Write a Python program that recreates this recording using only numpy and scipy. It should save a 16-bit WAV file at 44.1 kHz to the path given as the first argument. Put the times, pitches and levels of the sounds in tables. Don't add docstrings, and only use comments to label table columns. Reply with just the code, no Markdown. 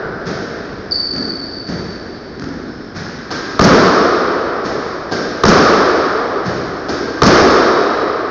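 import sys
import numpy as np
from scipy import signal
from scipy.fft import rfft, irfft
from scipy.io import wavfile

SR = 44100
rng = np.random.default_rng(int(sys.argv[2]) if len(sys.argv) > 2 else 0)


def nominal_scale(level):
    x = np.asarray(level, float) / 20
    return 10 ** x


def to_wav(sig):
    pcm = np.clip(np.atleast_2d(sig), -1, 1) * 32767
    pcm = np.round(pcm).astype(np.int16)
    wavfile.write(sys.argv[1], SR, pcm.T)


N = 366030


def at_hz(points, hz):
    point_hz, value = np.array(points).T
    return np.interp(np.log(hz + 1), np.log(point_hz), value)


def colour(x, points):
    size = 4096
    response_db = at_hz(points, np.fft.rfftfreq(size, 1 / SR))
    cepstrum = irfft(np.log(nominal_scale(response_db)))
    cepstrum[1:size // 2] *= 2
    cepstrum[size // 2 + 1:] = 0
    impulse = irfft(np.exp(rfft(cepstrum)))
    return signal.fftconvolve(x, impulse)[:len(x)]


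def unit_energy(x):
    return x / np.sqrt(np.sum(x ** 2) + 1e-20)


def knock(hz, t60, t):
    return unit_energy(np.sin(2 * np.pi * hz * t) * nominal_scale(-60 * t / t60))


def add(out, s, sound):
    i = round(s * SR)
    part = sound[max(-i, 0):][:N - max(i, 0)]
    out[max(i, 0):max(i, 0) + len(part)] += part


# frequency in Hz, t60 in seconds.
DECAY_T60 = [(50, 1.8), (130, 0.85), (220, 1.75), (420, 4.14), (1100, 4.1), (2900, 3.27), (4500, 2.54),
             (7700, 1.5)]


def court(parts, paths, build_up_s):
    hz, s, z = signal.stft(rng.standard_normal(3 * SR), SR, nperseg=1024)
    decay = nominal_scale(-60 * s / at_hz(DECAY_T60, hz)[:, None])
    dense = signal.istft(z * decay, SR, nperseg=1024)[1]
    t = np.arange(len(dense)) / SR
    dense *= 1 - np.exp(-(t / build_up_s) ** 1.1)
    first = np.zeros(len(dense))
    for delay_ms, level_db, bright in paths:
        i = round(delay_ms * SR / 1000)
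        first[i:i + 2] += nominal_scale(level_db) * np.array([1, -np.clip(bright, 0, 1)])
    strength = np.sqrt(np.sum(np.abs(rfft(parts)) ** 2, axis=0))
    blend = np.roll(irfft(strength, parts.shape[1]), SR // 200)
    return signal.fftconvolve(parts.sum(axis=0), first) + signal.fftconvolve(blend, dense)


COURT_SIZE_M = (9.93, 6.41, 5.63)
MICROPHONE_PLACE_M = (.81, .41, .73)
FAR_ECHO_DB = (6.5, 2.5, -4.5)
NEAR_ECHO_DB = (0.5, -14.5, -4.5)
SOUND_M_PER_MS = 0.343
SPREAD_DB_PER_DECADE, MIRROR_UNTIL_MS = 10.5, 90
BRIGHT_FAR, BRIGHT_AFTER_MS = 0.68, 20


def mirrors(along_m, across_m, height_m, direct_db, direct_bright, panel_db=0):
    n = np.mgrid[-2:3, -4:5, -4:5].reshape(3, -1).T
    place, box = np.array([along_m, across_m, height_m]), np.array(COURT_SIZE_M)
    image = np.where(n % 2 == 0, n * box + place, (n + 1) * box - place)
    path_m = np.linalg.norm(image - MICROPHONE_PLACE_M, axis=1)
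    delay_ms = (path_m - path_m.min()) / SOUND_M_PER_MS
    far = (np.abs(n) + (n > 0)) // 2
    near = np.abs(n) - far
    level_db = direct_db - SPREAD_DB_PER_DECADE * np.log10(path_m / path_m.min())
    level_db += far @ FAR_ECHO_DB + near @ NEAR_ECHO_DB
    level_db += panel_db * near[:, 0]
    bright = BRIGHT_FAR - (BRIGHT_FAR - direct_bright) * np.exp(-delay_ms / BRIGHT_AFTER_MS)
    return np.transpose([delay_ms, level_db, bright])[delay_ms < MIRROR_UNTIL_MS]


def ball(row, kind, ring_t60_s, lows_late_s):
    thud_hz, smack_hz, ring_hz, ring_db, crack_db = kind
    s, strength_db, thud_db, smack_db = row
    t = np.arange(SR // 10) / SR
    late = np.maximum(t - lows_late_s, 0)
    sweep_hz = 900 + 9000 * t / 0.002
    crack = np.sin(2 * np.pi * np.cumsum(sweep_hz) / SR) * (sweep_hz < 9900)
    parts = [
        nominal_scale(thud_db) * knock(thud_hz, 0.031, late),
        nominal_scale(smack_db) * knock(smack_hz, 0.0057, late),
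        nominal_scale(ring_db) * knock(ring_hz, ring_t60_s, t),
        nominal_scale(crack_db) * unit_energy(crack),
    ]
    no_deep_bass = signal.butter(2, 90, "high", fs=SR, output="sos")
    return nominal_scale(strength_db) * signal.sosfilt(no_deep_bass, parts)


# frequency in Hz, density in dB per Hz.
HALL_SPECTRUM = [(25, 1), (60, 3.5), (150, 2.5), (350, 3.5), (800, -9.5), (1400, -12.5), (2500, -16),
                 (5000, -18), (8000, -31.5)]
HALL_DB = -30


def hall():
    hum = colour(rng.standard_normal(N), HALL_SPECTRUM)
    return nominal_scale(HALL_DB) * hum / hum.std()


# start in seconds, strength in dB, thud and smack in dB over it.
PAST_HIT = (-1.2, -4, -1, 0)
# thud, smack and cavity ring in Hz, ring and crack in dB over the strength.
PAST_HIT_KIND = (233, 430, 1427.5, -3, -7.5)


def earlier_hit():
    out = np.zeros(N)
    add(out, PAST_HIT[0], court(ball(PAST_HIT, PAST_HIT_KIND, 0.0075, 0.0045), [], 0.025))
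    return out


# start in seconds, level in dB.
FOOTFALLS = [
    (0.043, -24.5),
    (0.703, -26.5),
    (1.699, -25),
    (2.314, -32),
    (2.42, -31.5),
    (4.58, -37),
    (4.871, -42),
]
FOOT_PLACE = (6.5, 2.5, .05, 18.8, .1)


def footfalls():
    out, t = np.zeros(N), np.arange(SR // 2) / SR
    for s, level_db in FOOTFALLS:
        thump = nominal_scale(level_db) * knock(150, 0.035, t)
        add(out, s, court(thump[None], mirrors(*FOOT_PLACE), 0.05))
    return out


# start in seconds, strength in dB, thud and smack in dB over it.
FLOOR_BOUNCES = [
    (.256, -26, 6.5, 3),
    (1.672, -29.5, 10.5, 3.5),
    (2.949, -27.5, 7, -25.5),
    (4.64, -25.5, -5, 3.5),
    (6.447, -26, 10, 3.5),
]
# thud, smack and cavity ring in Hz, ring and crack in dB over the strength.
FLOOR_KIND = (167, 378.5, 1442.5, -1.5, 0.5)
BOUNCE_PLACE = (7.6, 4.3, .05, 13.8, 0.39)


def bounces():
    out = np.zeros(N)
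    for row in FLOOR_BOUNCES:
        contact = ball(row, FLOOR_KIND, 0.0022, 0.00015)
        add(out, row[0], court(contact, mirrors(*BOUNCE_PLACE), 0.011))
    return out


# start in seconds, length in seconds, first and last pitch in Hz, level in dB.
SOLE_SQUEAKS = [
    (0.9094, 0.0071, 5100, 4640, -14.5),
    (0.918, 0.014, 4460, 4636, -4.5),
    (2.68, .255, 5300, 5300, -54.5),
    (7.715, .47, 3810, 3930, -40),
]
# delay in ms, level in dB over the reverberation, brightness 0-1.
CHIRP_PATHS = [(0, 31.8, 0.0022), (25.13, 15, 0.004), (49.9, 11.6, 0.0049)]
LONG_SLIDE_PATHS = [(0, 42, 0)]
LONG_SLIDE_S = 0.1
SQUEAK_EDGE_S, SQUEAK_FADE_DB_PER_S = 0.0016, 14


def squeaks():
    out, t = np.zeros(N), np.arange(SR // 2) / SR
    for s, length_s, first_hz, last_hz, level_db in SOLE_SQUEAKS:
        done = np.minimum(t / length_s, 1)
        edges = np.minimum(np.minimum(done, 1 - done) * length_s / SQUEAK_EDGE_S, 1)
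        pitch_hz = first_hz + (last_hz - first_hz) * done
        level = nominal_scale(level_db - SQUEAK_FADE_DB_PER_S * t) * edges
        tone = level * np.sin(2 * np.pi * np.cumsum(pitch_hz) / SR)
        paths = LONG_SLIDE_PATHS if length_s > LONG_SLIDE_S else CHIRP_PATHS
        add(out, s, nominal_scale(-33.5) * court(tone[None], paths, 0.0099))
    return out


# start in seconds, strength in dB, thud and smack in dB over it.
DRIBBLE_HITS = [
    (1.136, -33, 12.5, 3.7),
    (2.396, -34, 12, 0.57),
]
# thud, smack and cavity ring in Hz, ring and crack in dB over the strength.
DRIBBLE_MAKE_UP = (241.5, 377, 1417.5, 1, -.5)
# delay in ms, level in dB over the reverberation, brightness 0-1.
DRIBBLE_ARRIVALS = [(0, 34, 0.8), (25.6, 32, 0.6), (44.9, 34, 0.7), (92, 28, 1), (144, 27, .9)]


def dribbles():
    out = np.zeros(N)
    for row in DRIBBLE_HITS:
        add(out, row[0], court(ball(row, DRIBBLE_MAKE_UP, 0.0047, 0.0003), DRIBBLE_ARRIVALS, 0.0087))
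    return out


# start in seconds, strength in dB, thud and smack in dB over it.
STROKES = [
    (3.305, -20.5, -8.5, -3.5),
    (5.113, -20, -14, 2.5),
    (6.885, -21, -18, 3),
]
# thud, smack and cavity ring in Hz, ring and crack in dB over the strength.
STROKE_KIND = (256.5, 406, 1264.5, -5.5, -1)
STROKE_PLACE = (8.6, 6, 0.65, 13.9, 0.091)
STRINGS_HZ, STRINGS_DB, STRINGS_T60_S = 1580, -10.5, 0.11


def racquet_hits():
    out, t = np.zeros(N), np.arange(SR // 10) / SR
    for row in STROKES:
        strings = nominal_scale(row[1] + STRINGS_DB) * knock(STRINGS_HZ, STRINGS_T60_S, t)
        parts = np.vstack([ball(row, STROKE_KIND, 0.0066, 0.00063), strings])
        add(out, row[0], court(parts, mirrors(*STROKE_PLACE), 0.0057))
    return out


# start in seconds, strength in dB, thud in dB over it, across in m, height in m.
FRONT_WALL_HITS = [
    (3.593, -4, -1, 2.79, 2.46),
    (5.436, -4, -5, 3.22, 2.36),
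    (7.219, -3, -6, 3.88, 2.8),
]
# thud, smack and cavity ring in Hz, ring and crack in dB over the strength.
FRONT_WALL_KIND = (194, 429, 1218, -2.5, -4.5)
WALL_DIRECT_DB, WALL_BRIGHT = 20.5, 0.13
PANEL_GAIN_DB = 4.5
NEAR_RING_DB, NEAR_RING_T60_S = 22.5, 0.045


def wall_hits():
    out, t = np.zeros(N), np.arange(SR // 10) / SR
    for s, strength_db, thud_db, across_m, height_m in FRONT_WALL_HITS:
        paths = mirrors(0.03, across_m, height_m, WALL_DIRECT_DB, WALL_BRIGHT, PANEL_GAIN_DB)
        contact = ball((s, strength_db, thud_db, 0), FRONT_WALL_KIND, 0.0078, 0.00407)
        add(out, s, court(contact, paths, 0.041))
        add(out, s, nominal_scale(NEAR_RING_DB) * knock(FRONT_WALL_KIND[2], NEAR_RING_T60_S, t))
    return out


def scene():
    rally = earlier_hit() + bounces() + dribbles() + racquet_hits() + wall_hits()
    shoes = footfalls() + squeaks()
    return (hall() + rally + shoes)[None]


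def roll_off(x):
    return signal.sosfilt(signal.butter(12, 8830, fs=SR, output="sos"), x)


# frequency in Hz, response in dB.
HOUSING_RESPONSE = [(20, -17), (60, -3), (150, -2.5), (400, 0.5), (540, -2), (700, 0), (880, -4.5),
                    (1350, -1), (1700, 1.5), (2100, -4), (2800, -12), (3800, -5.5), (5250, 0),
                    (8000, -21.5)]
# frequency in Hz, response in dB.
CONVERTER_RESPONSE = [(5500, 0), (6500, -1.5), (7500, -14.5), (8500, -29), (9200, -45.5), (9600, -100)]
OVERLOAD = 0.71


def record(dry):
    x = colour(dry[0], HOUSING_RESPONSE) / OVERLOAD
    x = OVERLOAD * x / (1 + np.abs(x) ** 6) ** (1 / 6)
    return roll_off(colour(x, CONVERTER_RESPONSE)[None])


dry = scene()
out = record(dry)
to_wav(out)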